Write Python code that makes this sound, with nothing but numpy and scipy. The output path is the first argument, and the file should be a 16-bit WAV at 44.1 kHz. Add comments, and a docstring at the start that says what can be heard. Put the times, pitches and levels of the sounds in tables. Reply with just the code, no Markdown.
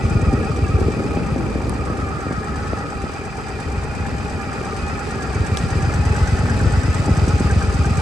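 """A V-twin cruiser idles in an open car park while the microphone moves from above the tank down to the cylinders.
At first uneven pairs of firings thump through the resonant muffler, with gas rumble, burble and dull pops.
Then the bike shields the pipe and the thump sinks into a soft boom, while struck cases ring and ping,
gears whine with the surging crank, noise bursts rustle as cam chains and tick as tappets.
Towards the end the microphone is closest, the thump returns and the drive gears knock; two moments click sharply."""
import sys
import numpy as np
from scipy import signal
from scipy.fft import rfft, irfft, next_fast_len
from scipy.io import wavfile
from scipy.ndimage import map_coordinates

SR = 44100
rng = np.random.default_rng(int(sys.argv[2]) if len(sys.argv) > 2 else 0)


def materialize(psi):
    """Save the field psi as 16-bit PCM at rate SR to the path in sys.argv[1].

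    A 1-D psi becomes a single channel; in a 2-D psi each row is a channel.
    """
    bounded = np.clip(np.atleast_2d(psi).T, -1, 1)
    quanta = np.round(bounded * 32767).astype(np.int16)
    wavfile.write(sys.argv[1], SR, quanta)


N = 353241


def amp(db):
    """Decibels to gain."""
    return 10 ** (np.asarray(db) / 20)


def unit(x):
    """x scaled to an rms of 1."""
    return x / np.sqrt(np.mean(x ** 2) + 1e-20)


def curve(points):
    """Straight lines through (seconds, value) points, one value per sample."""
    return np.interp(np.arange(N) / SR, *np.transpose(points))


def along(points, hz):
    """(Hz, value) points read on a logarithmic frequency axis."""
    point_hz, value = np.transpose(points)
    return np.interp(np.log(hz + 1), np.log(point_hz + 1), value)


def filtered(x, response):
    """x times a complex response of frequency, padded with silence."""
    size = 2 * next_fast_len(N // 2 + SR // 4)
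    spectrum = rfft(x, size) * response(np.fft.rfftfreq(size, 1 / SR))
    return irfft(spectrum, size)[..., :N]


def coloured(x, spectrum):
    """x through a minimum-phase filter of this spectrum: causal, so it rings after each blow."""
    def response(hz):
        """Fold the cepstrum onto positive time to find the phase."""
        cepstrum = irfft(np.log(amp(along(spectrum, hz))))
        half = len(cepstrum) // 2
        cepstrum[1:half] *= 2
        cepstrum[half + 1:] = 0
        return np.exp(rfft(cepstrum))
    return filtered(x, response)


def resonance(hz, centre, width):
    """The bandpass response of one damped resonance, 1 at its centre."""
    return 1j * hz * width / (centre ** 2 - hz ** 2 + 1j * hz * width)


def ringing(x, modes):
    """x through parallel resonances of alternating sign."""
    def response(hz):
        """Sum of the modes."""
        return sum((-1) ** k * amp(db) * resonance(hz, centre, width)
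                   for k, (centre, width, db) in enumerate(modes))
    return filtered(x, response)


# How alike left and right are. Each row: frequency in Hz, likeness (correlation, 0-1).
STEREO_LIKENESS = [(60, 0.82), (150, 0.79), (400, 0.77), (800, 0.74), (1400, 0.55), (2800, 0.28),
                   (5500, 0.41), (8000, 0.35), (11000, 0.5)]


def stereo(mid, side):
    """Mix two unrelated signals into left and right: alike in the bass, less so in the treble."""
    def shares(hz):
        """Gains of the common and the opposed signal."""
        angle = np.arccos(np.clip(along(STEREO_LIKENESS, hz), -1, 1)) / 2
        return np.array([np.cos(angle), np.sin(angle)])
    mid, side = filtered(np.array([mid, side]), shares)
    return np.array([mid + side, mid - side])


def noise():
    """Two unrelated white noises."""
    return rng.standard_normal((2, N))


def wobble(rate):
    """A smooth random curve with rate knots a second."""
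    knots = rng.standard_normal(int(N * rate / SR) + 4)
    return map_coordinates(knots, [np.arange(N) * rate / SR], order=2)


# The idle hunts a little. Each row: time in seconds, crank speed in rpm.
IDLE_RPM = [(0.0, 1053.6), (0.83, 998.4), (1.08, 1057.8), (1.6, 1004.8), (2.0, 1033.1), (2.31, 997.5),
            (2.69, 1074.1), (2.85, 1030.8), (3.8, 1025.6), (3.97, 1045.7), (4.75, 1018.3), (4.91, 1074.6),
            (5.29, 994.9), (5.86, 1016.9), (6.06, 1082.2), (7.14, 1066.7), (8.0, 1026.4)]
START_TURN = .13  # cam angle at time zero, in turns


def cam_turns():
    """Turns of the camshaft at each sample: one for every two of the crank."""
    return START_TURN + np.cumsum(curve(IDLE_RPM)) / (2 * 60 * SR)


def cam_pulses(blows, scatter_db, jitter_s):
    """One impulse per blow and cam turn, uneven in size and time, none far above the rest."""
    turns = cam_turns()
    angle, db = np.transpose(blows)
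    due = np.arange(int(turns[-1]) + 1)[:, None] + angle
    shift, size = rng.standard_normal((2,) + due.shape)
    at = np.searchsorted(turns, due) + np.round(jitter_s * shift * SR).astype(int)
    heard = (due > turns[0]) & (due < turns[-1]) & (at >= 0) & (at < N)
    strength = amp(db + scatter_db * np.minimum(size, 1))
    return np.bincount(at[heard], strength[heard], N)


def bursts(pulses, t60):
    """An envelope of rms 1 that jumps at each pulse and falls 60 dB in t60 seconds."""
    decay = np.exp(-np.log(1000) / (t60 * SR))
    return unit(signal.lfilter([1], [1, -decay], pulses))


def clatter(modes, blows, rattle_db, steady):
    """Cam-timed blows ring one part; a rattle of noise follows each over a steady share."""
    blow_pulses = np.array([cam_pulses(blows, scatter_db=6.0, jitter_s=.0003) for _ in range(2)])
    rattle = unit(noise() * (steady + bursts(blow_pulses[0], t60=0.1)))
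    ring = ringing(unit(blow_pulses) + amp(rattle_db) * rattle, modes)
    return unit(stereo(*ring))


# The microphone draws back from the tank, then comes down to the cylinders.
# Each row: time in seconds, nearness in dB.
NEARNESS = [(0, -3.5), (1.5, -6.5), (2.8, -6), (4.6, -4), (5.9, 0.1), (8, 1)]
# Parts that follow the nearness: level at 0 dB nearness in dB, dB gained per dB of nearness.
CRANK_REACH, CHAIN_REACH, TICK_REACH = (-35.5, 0.45), (-40, 0.89), (-45.5, 1.25)


def reach(law):
    """The gain of a part that grows louder as the microphone nears it."""
    base_db, slope = law
    return amp(base_db + slope * curve(NEARNESS))


# Side cover, gears, primary pinion and cylinder heads beam their sound, so level depends on direction;
# the heads beam upwards and to the side. Each row: time in seconds, relative level in dB.
COVER_BEAM = [(0.0, -34.5), (0.5, -34), (1.65, -41), (1.85, -34.5), (2.8, -34), (3.15, -42), (4.25, -43.5),
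              (4.65, -36.5), (5.3, -38.5), (8.0, -32.5)]
GEAR_BEAM = [(0.0, -37.5), (1.75, -46), (2.1, -38), (2.85, -39), (3.15, -44), (5.8, -35.5), (6.05, -35.5),
             (8.0, -39.5)]
PINION_BEAM = [(0, -37.5), (1.65, -40), (1.85, -32.5), (2.8, -31.5), (3.15, -37), (4.25, -43), (4.65, -35),
               (5.3, -47), (8, -44)]
HEAD_BEAM = [(0, -39.5), (.9, -42), (2.0, -46), (2.8, -47), (3.3, -44), (5.3, -42.5), (6.5, -44),
             (8, -42.5)]


def part_gains():
    """How strongly each ringing part reaches the microphone."""
    return dict(crankcase=reach(CRANK_REACH), chain=reach(CHAIN_REACH),
                cover=amp(curve(COVER_BEAM)), gears=amp(curve(GEAR_BEAM)),
                pinion=amp(curve(PINION_BEAM)), head=amp(curve(HEAD_BEAM)))


# Firings that burn poorly. Each row: time in seconds, dB against a sound firing.
WEAK_FIRINGS = [(.0, -5), (.572, -2), (.976, -6), (1.275, -31), (4.703, -5), (5.002, -17), (5.475, -24)]
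WEAK_S = .02  # half-length of the dip around a weak firing


def combustion():
    """The strength of the burn: full, except around the weak firings."""
    t = np.arange(N) / SR
    return amp(sum(db * (np.abs(t - s) < WEAK_S) for s, db in WEAK_FIRINGS))


# Rear and front cylinder. Each row: cam angle in turns, relative level in dB.
FIRINGS = [(.019, -5), (.41, -2)]
# The firings come a little late at first. Each row: time in seconds, delay in seconds.
FIRING_DELAY = [(0, 0.0065), (.9, 0.0042), (2.5, 0.00049)]


def firings_in_time():
    """One impulse for each firing, as strong as its burn, held back by the firing delay."""
    on_time = cam_pulses(FIRINGS, scatter_db=1.0, jitter_s=0.00024) * combustion()
    delay = np.round(curve(FIRING_DELAY) * SR).astype(int)
    return on_time[np.clip(np.arange(N) - delay, 0, N - 1)]


# The muffler's chambers, one after the other. Each row: frequency in Hz, width in Hz.
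MUFFLER_CHAMBERS = [(48.5, 28), (87, 33.7), (168, 129)]
LAG_HZ, LAG_WIDTH_HZ = 74.5, 63  # the pipe holds this band back, so each thump sinks in pitch


def muffler(hz):
    """Chambers in series, then an allpass that delays the bass without changing its level."""
    chambers = np.prod([resonance(hz, centre, width) for centre, width in MUFFLER_CHAMBERS], axis=0)
    return chambers * (1 - 2 * resonance(hz, LAG_HZ, LAG_WIDTH_HZ))


# The exhaust fades while the bike stands between pipe and microphone.
# Each row: time in seconds, relative level in dB of the thump.
THUMP_LEVEL = [(0.0, -19.5), (0.25, -16.5), (0.5, -24), (0.76, -17), (.87, -20.5), (.97, -31), (1.15, -26),
               (2.7, -29), (3.3, -31.5), (4.05, -24), (4.25, -33), (4.6, -36), (4.8, -27.5), (5.25, -31),
               (5.4, -20.5), (6.0, -18), (7, -18), (8.0, -17.5)]
# Each row: time in seconds, relative level in dB of the gas rumble.
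RUMBLE_LEVEL = [(0.0, -25), (0.35, -23.5), (0.6, -29), (0.75, -27.5), (1.3, -24), (2.2, -31), (2.75, -28.5),
                (3.3, -35.5), (4.1, -28.5), (5.2, -30), (5.6, -25.5), (6.3, -26.5), (6.65, -24),
                (6.9, -26.5), (7.2, -25), (8.0, -26.5)]
# Spectra of the diffuse boom and the gas rumble. Each row: frequency in Hz, relative level in dB.
BOOM_SPECTRUM = [(20, -39.5), (35, -3.5), (45, -7.5), (64, 8), (95, -1), (140, -12), (250, -25.5),
                 (600, -65)]
GAS_SPECTRUM = [(20, -11.5), (35, -18), (50, 3), (80, 4), (150, 4.5), (240, 1), (320, -5), (395, -7.5),
                (480, -6), (620, -11), (1000, -24), (2000, -62)]
# The exhaust shell's resonances. Each row: frequency in Hz, width in Hz, relative level in dB.
SHELL_MODES = [(387, 44, 0.5), (438.5, 35, 1), (493, 35, -10)]
# Blows on the shell. Each row: cam angle in turns, relative level in dB.
SHELL_BLOWS = [(.05, -1), (0.222, -4), (.48, -3), (.65, 2), (0.828, -3)]
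# Each row: time in seconds, level in dB of the shell's hum.
HUM_LEVEL = [(0, -37.5), (.74, -33.5), (.81, -22.5), (.88, -29.5), (.95, -33), (2.5, -39), (2.9, -44),
             (3.55, -38), (4.2, -39), (5.1, -35.5), (6.5, -35.5), (8, -36.5)]


def exhaust(gas_db=1.32, boom_db=-0.5, steady_flow=2.2, loom=0.41, masking=0.64):
    """Each firing rings the muffler and drives a puff into turbulent gas; the shell hums along."""
    thump = amp(curve(THUMP_LEVEL))
    firings = firings_in_time()
    beat = unit(filtered(firings, muffler))
    flow = steady_flow + bursts(firings, t60=0.28)
    boom = unit(stereo(*coloured(noise() * flow, BOOM_SPECTRUM)))
    rumble = unit(stereo(*coloured(noise() * flow, GAS_SPECTRUM)))
    hum = clatter(SHELL_MODES, SHELL_BLOWS, rattle_db=-7.0, steady=1.0)
    # where the bike shields the pipe, the distinct beat sinks into the diffuse boom
    exposed = (thump / thump.max()) ** loom
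    boom_share = amp(boom_db) * (1 - masking * exposed ** 2)
    pipe = thump * (exposed * beat + boom_share * boom)
    return pipe + amp(gas_db + curve(RUMBLE_LEVEL)) * rumble + amp(curve(HUM_LEVEL)) * hum


# Resonances of the exhaust's throat. Each row: frequency in Hz, width in Hz, relative level in dB.
THROAT_MODES = [(226.6, 51.6, 0.5), (299, 76, 0.5), (452, 113, -4)]
# Each row: time in seconds, level in dB of the burble.
BURBLE_LEVEL = [(0, -31.5), (.8, -29), (1.3, -29), (1.95, -31), (2.5, -38), (3.15, -36.5), (4.3, -40),
                (5.2, -36.5), (6, -43), (8, -39)]


def burble(puffs_per_s=170, scatter_db=4):
    """Small puffs of gas at random moments ring the throat of the exhaust."""
    chance, size = rng.random((2, N)), noise()
    puffs = (chance < puffs_per_s / SR) * amp(scatter_db * np.minimum(size, 1))
    return amp(curve(BURBLE_LEVEL)) * unit(stereo(*ringing(puffs, THROAT_MODES)))


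# Dull pops in the muffler. Each row: start in seconds, relative peak in dB, brightness (lowpass corner) in Hz.
MUFFLER_POPS = [(.328, -8.5, 220), (.336, -8.5, 250), (0.814, -16, 700), (0.865, -25, 600),
                (0.883, -12.5, 400), (1.171, -12.5, 3000), (1.361, -16, 1400), (1.556, -16, 400),
                (1.899, -16, 650), (2.266, -16, 600), (2.308, -14.5, 500), (2.325, -22, 700),
                (2.462, -30, 600), (2.733, -12.5, 3000), (3.039, -15, 450), (6.611, -20, 400),
                (6.644, -13, 200), (7.08, -12, 503), (7.09, -8.5, 300), (7.275, -12, 450),
                (7.405, -11, 450)]


def pops(level_db=1):
    """A sudden push of gas rings the muffler's upper resonances; each pop has its own brightness, apart from
    its level."""
    modes = [(142, 79, -1.5), (237, 72, 4.5), (424, 290, -1.5), (700, 580, -15.5)]  # Hz, width Hz, dB
    ring = ringing(signal.unit_impulse(N), modes)[:SR // 10]
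    out = np.zeros(N)
    for start_s, db, hz in MUFFLER_POPS:
        pole = np.exp(-2 * np.pi * hz / SR)
        pop = signal.lfilter([1], np.poly([pole, pole]), ring)
        pop *= amp(db + level_db) / np.abs(pop).max()
        out[round(start_s * SR):][:len(pop)] += pop
    return out


# Ringing parts of the engine. Each row: frequency in Hz, width in Hz, relative level in dB.
CRANKCASE_MODES = [(767, 23, -0.5), (815, 12, 0.5), (864, 48, -5)]
COVER_MODES = [(1125, 27, -3), (1251, 49, -4.5), (1273, 26, 4), (1402, 88, -9.5)]
GEAR_MODES = [(1388, 31, 5.5), (1613, 49, 4), (1880, 85, -1), (1850, 60, -11)]
HEAD_MODES = [(2290, 75, 1), (2404, 127, 3), (2486, 87, -2), (2626, 32, 3.5)]
# Blows on each of these parts. Each row: cam angle in turns, relative level in dB.
CRANK_BLOWS = [(.15, 5.5), (.33, -3), (.69, -6), (.87, 3)]
COVER_BLOWS = [(.07, -4), (.21, 7), (.29, 0), (.42, -2), (.595, 3.5), (.81, 4), (.96, 1)]
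GEAR_BLOWS = [(.13, 2.5), (0.289, -1), (.38, -1), (.63, 1), (0.881, 3), (.97, -1)]
HEAD_BLOWS = [(.1, -1), (0.218, 5), (.38, 4.5), (0.598, -10), (.68, 9.5), (.96, 1.5)]
# Spectrum of the gear whirr. Each row: frequency in Hz, relative level in dB.
WHIRR_SPECTRUM = [(350, -20), (600, 4), (880, 4), (1020, 2), (1150, 4), (1400, 4), (1750, 1.5),
                  (2150, -4.5), (2700, -11), (3500, -33)]
# Each row: time in seconds, relative level in dB of the gear whirr.
WHIRR_LEVEL = [(0, -49), (.8, -38.5), (1.2, -36), (2.1, -37), (3.15, -37), (5.8, -34.5), (6.05, -32.5),
               (8, -35)]


def cases(crank_db=-4.5, cover_db=-5.5, gear_db=-5, head_db=-3.5, whirr_db=-1):
    """Crankcase, side cover, gears and heads each ring at their own pitch over the whirr of meshing teeth."""
    part = part_gains()
    crankcase = clatter(CRANKCASE_MODES, CRANK_BLOWS, rattle_db=-2.0, steady=0.66)
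    cover = clatter(COVER_MODES, COVER_BLOWS, rattle_db=-6.5, steady=0.4)
    gears = clatter(GEAR_MODES, GEAR_BLOWS, rattle_db=5, steady=0.2)
    head = clatter(HEAD_MODES, HEAD_BLOWS, rattle_db=1.5, steady=0.45)
    load = 2.0 + bursts(cam_pulses(GEAR_BLOWS, scatter_db=7.5, jitter_s=0.001), t60=0.053)
    whirr = unit(stereo(*coloured(noise() * load, WHIRR_SPECTRUM)))
    return (amp(crank_db) * part["crankcase"] * crankcase
            + amp(cover_db) * part["cover"] * cover
            + amp(gear_db) * part["gears"] * gears
            + amp(head_db) * part["head"] * head
            + amp(whirr_db + curve(WHIRR_LEVEL)) * whirr)


# Loose parts that ping once a cycle. Each row: part that radiates it, cam angle in turns,
# nominal pitch in Hz, relative level in dB, t60 in seconds.
PINGS = [("crankcase", .16, 812, 0, 0.079), ("crankcase", .72, 824, -2, .05),
         ("crankcase", .87, 818, 0.91, 0.064), ("cover", .39, 1268, -1.1, 0.04),
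         ("cover", .58, 1262, 0, .06), ("gears", .64, 1440, 1, 0.026), ("gears", 0.94, 1400, 0, 0.032),
         ("gears", 0.28, 1850, -4, 0.05), ("gears", .75, 2100, -6, 0.046), ("head", .08, 2420, 1, .04),
         ("head", .19, 2500, 0, 0.044), ("head", 0.49, 2400, 1, 0.045), ("head", .61, 2380, 4.3, 0.046),
         ("head", .96, 2440, 2, .035)]
# How far the pings of each part stray, as a share of the pitch.
PING_DETUNE = dict(crankcase=.011, cover=0.017, gears=.04, head=0.027)


def pings(level_db=7.5, glide_per_s=0.97, attack_s=0.0028, scatter_db=3.5, phase_spread=.55):
    """Short metallic rings, each at its own pitch and sliding as the contact tightens or slackens."""
    turns, parts, t = cam_turns(), part_gains(), np.arange(SR // 16) / SR
    out = np.zeros((2, N + len(t)))
    for part, angle, hz, db, t60 in PINGS:
        due = np.arange(int(turns[-1]) + 1) + angle
        starts = np.searchsorted(turns, due[(due > turns[0]) & (due < turns[-1])])
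        shape = (1 - np.exp(-t / attack_s)) * np.exp(-np.log(1000) * t / t60)
        for at, (stray, slide, size, side) in zip(starts, rng.standard_normal((len(starts), 4))):
            pitch = 1 + PING_DETUNE[part] * stray + glide_per_s * slide * t / 2
            ear_phase = phase_spread * side * np.array([[1], [-1]])  # radians, opposite at each ear
            ring = shape * np.sin(2 * np.pi * hz * t * pitch + ear_phase)
            out[:, at:at + len(t)] += parts[part][at] * amp(db + scatter_db * min(size, 1)) * ring
    return amp(level_db) * out[:, :N]


# The drive gears take up their backlash with a hard knock. Each row: start in seconds, relative peak in dB.
GEAR_KNOCKS = [(6.150, -23), (6.271, -24), (6.495, -22), (6.598, -21), (6.831, -25), (7.500, -19),
               (7.613, -22.5), (7.844, -24)]
# What a knock rings. Each row: nominal frequency in Hz, relative level in dB, t60 in seconds.
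KNOCK_MODES = [(1340, -9, 0.029), (1584, 4, 0.042), (1655, -19, 0.036)]


def knocks(level_db=-1, attack_s=0.0038, spread=0.0066):
    """Compact gear knocks: a few decaying sines, each knock at a slightly different pitch."""
    out, t = np.zeros(N), np.arange(SR // 10) / SR
    for start_s, db in GEAR_KNOCKS:
        pitch = 1 + spread * rng.standard_normal()
        ring = sum(amp(mode_db - 60 * t / t60) * np.sin(2 * np.pi * hz * pitch * t)
                   for hz, mode_db, t60 in KNOCK_MODES)
        ring *= (1 - np.exp(-t / attack_s)) ** 2
        ring *= amp(db + level_db) / np.abs(ring).max()
        out[round(start_s * SR):][:len(t)] += ring
    return out


# The crank surges and slows within each cycle. Each row: cam angle in turns, relative speed.
CRANK_SURGE = [(0, .985), (.12, .975), (.28, 1.035), (.4, 1.03), (.55, .995), (.68, 1.005), (.85, .99)]
# Gear and chain meshes. 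Each row: part that radiates it, teeth per cam turn, relative level in dB,
# the two cam angles of heaviest load in turns.
TOOTH_MESHES = [("crankcase", 46.5, -9, 0.057, 0.66), ("crankcase", 93, -2.2, 0.14, 0.856),
                ("pinion", 148, -5, 0.44, 0.26), ("cover", 143, -4.5, 0.65, 0.99),
                ("gears", 200, -6.5, 0.87, 0.9), ("gears", 165, -5, 0.17, 0.64),
                ("gears", 220, -8, 0.15, 0.4), ("head", 283, -3.5, 0.091, 0.6),
                ("head", 287, -9.5, 0.25, 0.36), ("chain", 566, -14.5, 0.21, 0.56)]


def gear_whine(focus=4, idle_load=0.68, slip=0.29, flicker_db=3.0):
    """Meshing teeth sing at multiples of shaft speed, swelling with load and warbling as the crank surges."""
    turn = cam_turns()
    speed = np.interp(turn, *np.transpose(CRANK_SURGE), period=1)
    shaft = np.cumsum(np.gradient(turn) * speed / speed.mean())
    parts = part_gains()
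    out = np.zeros((2, N))
    for part, teeth, db, *peaks in TOOTH_MESHES:
        load = idle_load + sum(np.exp(focus * (np.cos(2 * np.pi * (turn - at)) - 1)) for at in peaks)
        swell = amp(db) * parts[part] * unit(load * amp(flicker_db * wobble(25)))
        # backlash lets the teeth slip back and forth, differently along two paths through the cases
        for path in range(2):
            backlash = slip * wobble(70) + np.pi * wobble(2.5)  # radians
            out[path] += swell * unit(np.sin(2 * np.pi * teeth * shaft + backlash))
    return stereo(*out)


# Slaps of the cam chains on their guides. Each row: cam angle in turns, relative level in dB.
CHAIN_SLAPS = [(.05, 0.5), (.15, 3), (.21, 5.5), (.315, 4), (.41, 1), (.49, 3), (.565, 3), (.62, -1.5),
               (.695, 2), (.79, -2), (.855, 3.5), (.965, 8.5)]
# Blows of the closing valves. Each row: cam angle in turns, relative level in dB.
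VALVE_BLOWS = [(-.034, 7.5), (-.005, -1), (.295, -3), (.38, 0), (.585, -7), (.625, -4), (.81, 3)]
# Spectra of the chain rustle and the tappet ticks. Each row: frequency in Hz, relative level in dB.
CHAIN_SPECTRUM = [(800, -11.5), (2000, 3.5), (2700, 3.5), (3100, -1.5), (3450, -0.5), (4200, 0), (4800, -2),
                  (5400, -1.5), (6100, -6.5), (7000, -4.5), (8000, -2.5), (8900, -6.5), (9500, -60),
                  (10600, -7.5), (11600, -20)]
TICK_SPECTRUM = [(1000, -25), (3000, -11), (4800, -21), (5500, -1), (5900, 8), (6050, 0), (6230, 5.5),
                 (6500, 1), (7100, -1), (7950, 7), (8900, -0.5), (9500, -56), (10600, -4), (11600, -14.5)]
# The thin valve covers. Each row: frequency in Hz, width in Hz, relative level in dB.
VALVE_COVER_MODES = [(3047, 52, -2.5), (3250, 28, -9), (4230, 86, -13), (4500, 50, -6), (4752, 49, 1.5),
                     (5060, 63, -1), (5890, 40, -11.5), (6220, 49, -3.5), (7820, 82, -10.5)]


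def valve_train(chain_db=0.5, ring_db=-5.5, flutter=1.4):
    """The cam chains rustle, the tappets tick as the valves close, and the valve covers sing faintly."""
    slaps = cam_pulses(CHAIN_SLAPS, scatter_db=9, jitter_s=0.00076)
    links = 2.5 + flutter * bursts(slaps, t60=0.067)
    chain = unit(stereo(*coloured(noise() * links, CHAIN_SPECTRUM)))
    closing = cam_pulses(VALVE_BLOWS, scatter_db=1, jitter_s=0.00075)
    softened = bursts(closing, t60=0.011)  # the cam ramp softens each tap
    taps = bursts(softened, t60=0.057)
    ticks = unit(stereo(*coloured(noise() * taps, TICK_SPECTRUM)))
    ring = clatter(VALVE_COVER_MODES, CHAIN_SLAPS, rattle_db=8, steady=0.87)
    return reach(CHAIN_REACH) * (amp(chain_db) * chain + amp(ring_db) * ring) + reach(TICK_REACH) * ticks


# Small sharp metal clicks, the second with its bounces.
# Each row: start in seconds, relative level in dB, pitch in Hz, t60 in seconds.
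METAL_CLICKS = [(1.6955, -20, 8900, 0.004), (5.5718, -15.5, 3360, 0.0073), (5.5727, -19, 5600, .004),
                (5.576, -26, 5270, .011), (5.5792, -33, 7900, .007), (5.5865, -37, 7800, 0.0064)]


def clicks(left_db=1.0, crack=0.77):
    """Brief bright clicks close to the microphone: a very short ring with a crack of noise."""
    out, t = np.zeros((2, N)), np.arange(SR // 10) / SR
    for start_s, db, hz, t60 in METAL_CLICKS:
        band = signal.butter(1, [hz / 2, min(hz * np.sqrt(2), SR / 2 - 1)], "band", fs=SR)
        hiss = unit(signal.lfilter(*band, rng.standard_normal((2, len(t)))))
        click = (np.sin(2 * np.pi * hz * t) + crack * hiss) * np.exp(-np.log(1000) * t / t60)
        out[:, round(start_s * SR):][:, :len(t)] += amp(db) * click
    return out * amp(left_db * np.array([[1], [-1]]) / 2)


# Balance of the bike. Each row: frequency in Hz, left minus right in dB.
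LEFT_LEAN = [(60, 0), (97, 1), (160, 1.5), (260, 0.5), (410, -0.5), (670, 2), (1090, -2), (1760, 1),
             (2850, -2), (4630, 3), (7500, 2.0), (12200, -1)]
# The cases' ring reaches one side first. Each row: frequency in Hz, radians by which the left leads.
LEFT_LEAD = [(700, -0.11), (950, 0.21), (1640, -1.68), (2330, -0.23)]


def scene():
    """The whole motorcycle, each band leaning a little to one side in level and phase, plus the clicks."""
    bike = exhaust() + burble() + pops() + cases() + pings() + knocks() + gear_whine() + valve_train()
    sides = np.array([[1], [-1]]) / 2

    def lean(hz):
        """Half the difference to each ear."""
        return amp(sides * along(LEFT_LEAN, hz)) * np.exp(1j * sides * along(LEFT_LEAD, hz))
    return filtered(bike, lean) + clicks()


TOP_HZ = 11600  # the recorder's band limit


def record(dry):
    """The recorder keeps nothing above its band limit."""
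    return filtered(dry, lambda hz: hz < TOP_HZ)


dry = scene()
out = record(dry)
materialize(out)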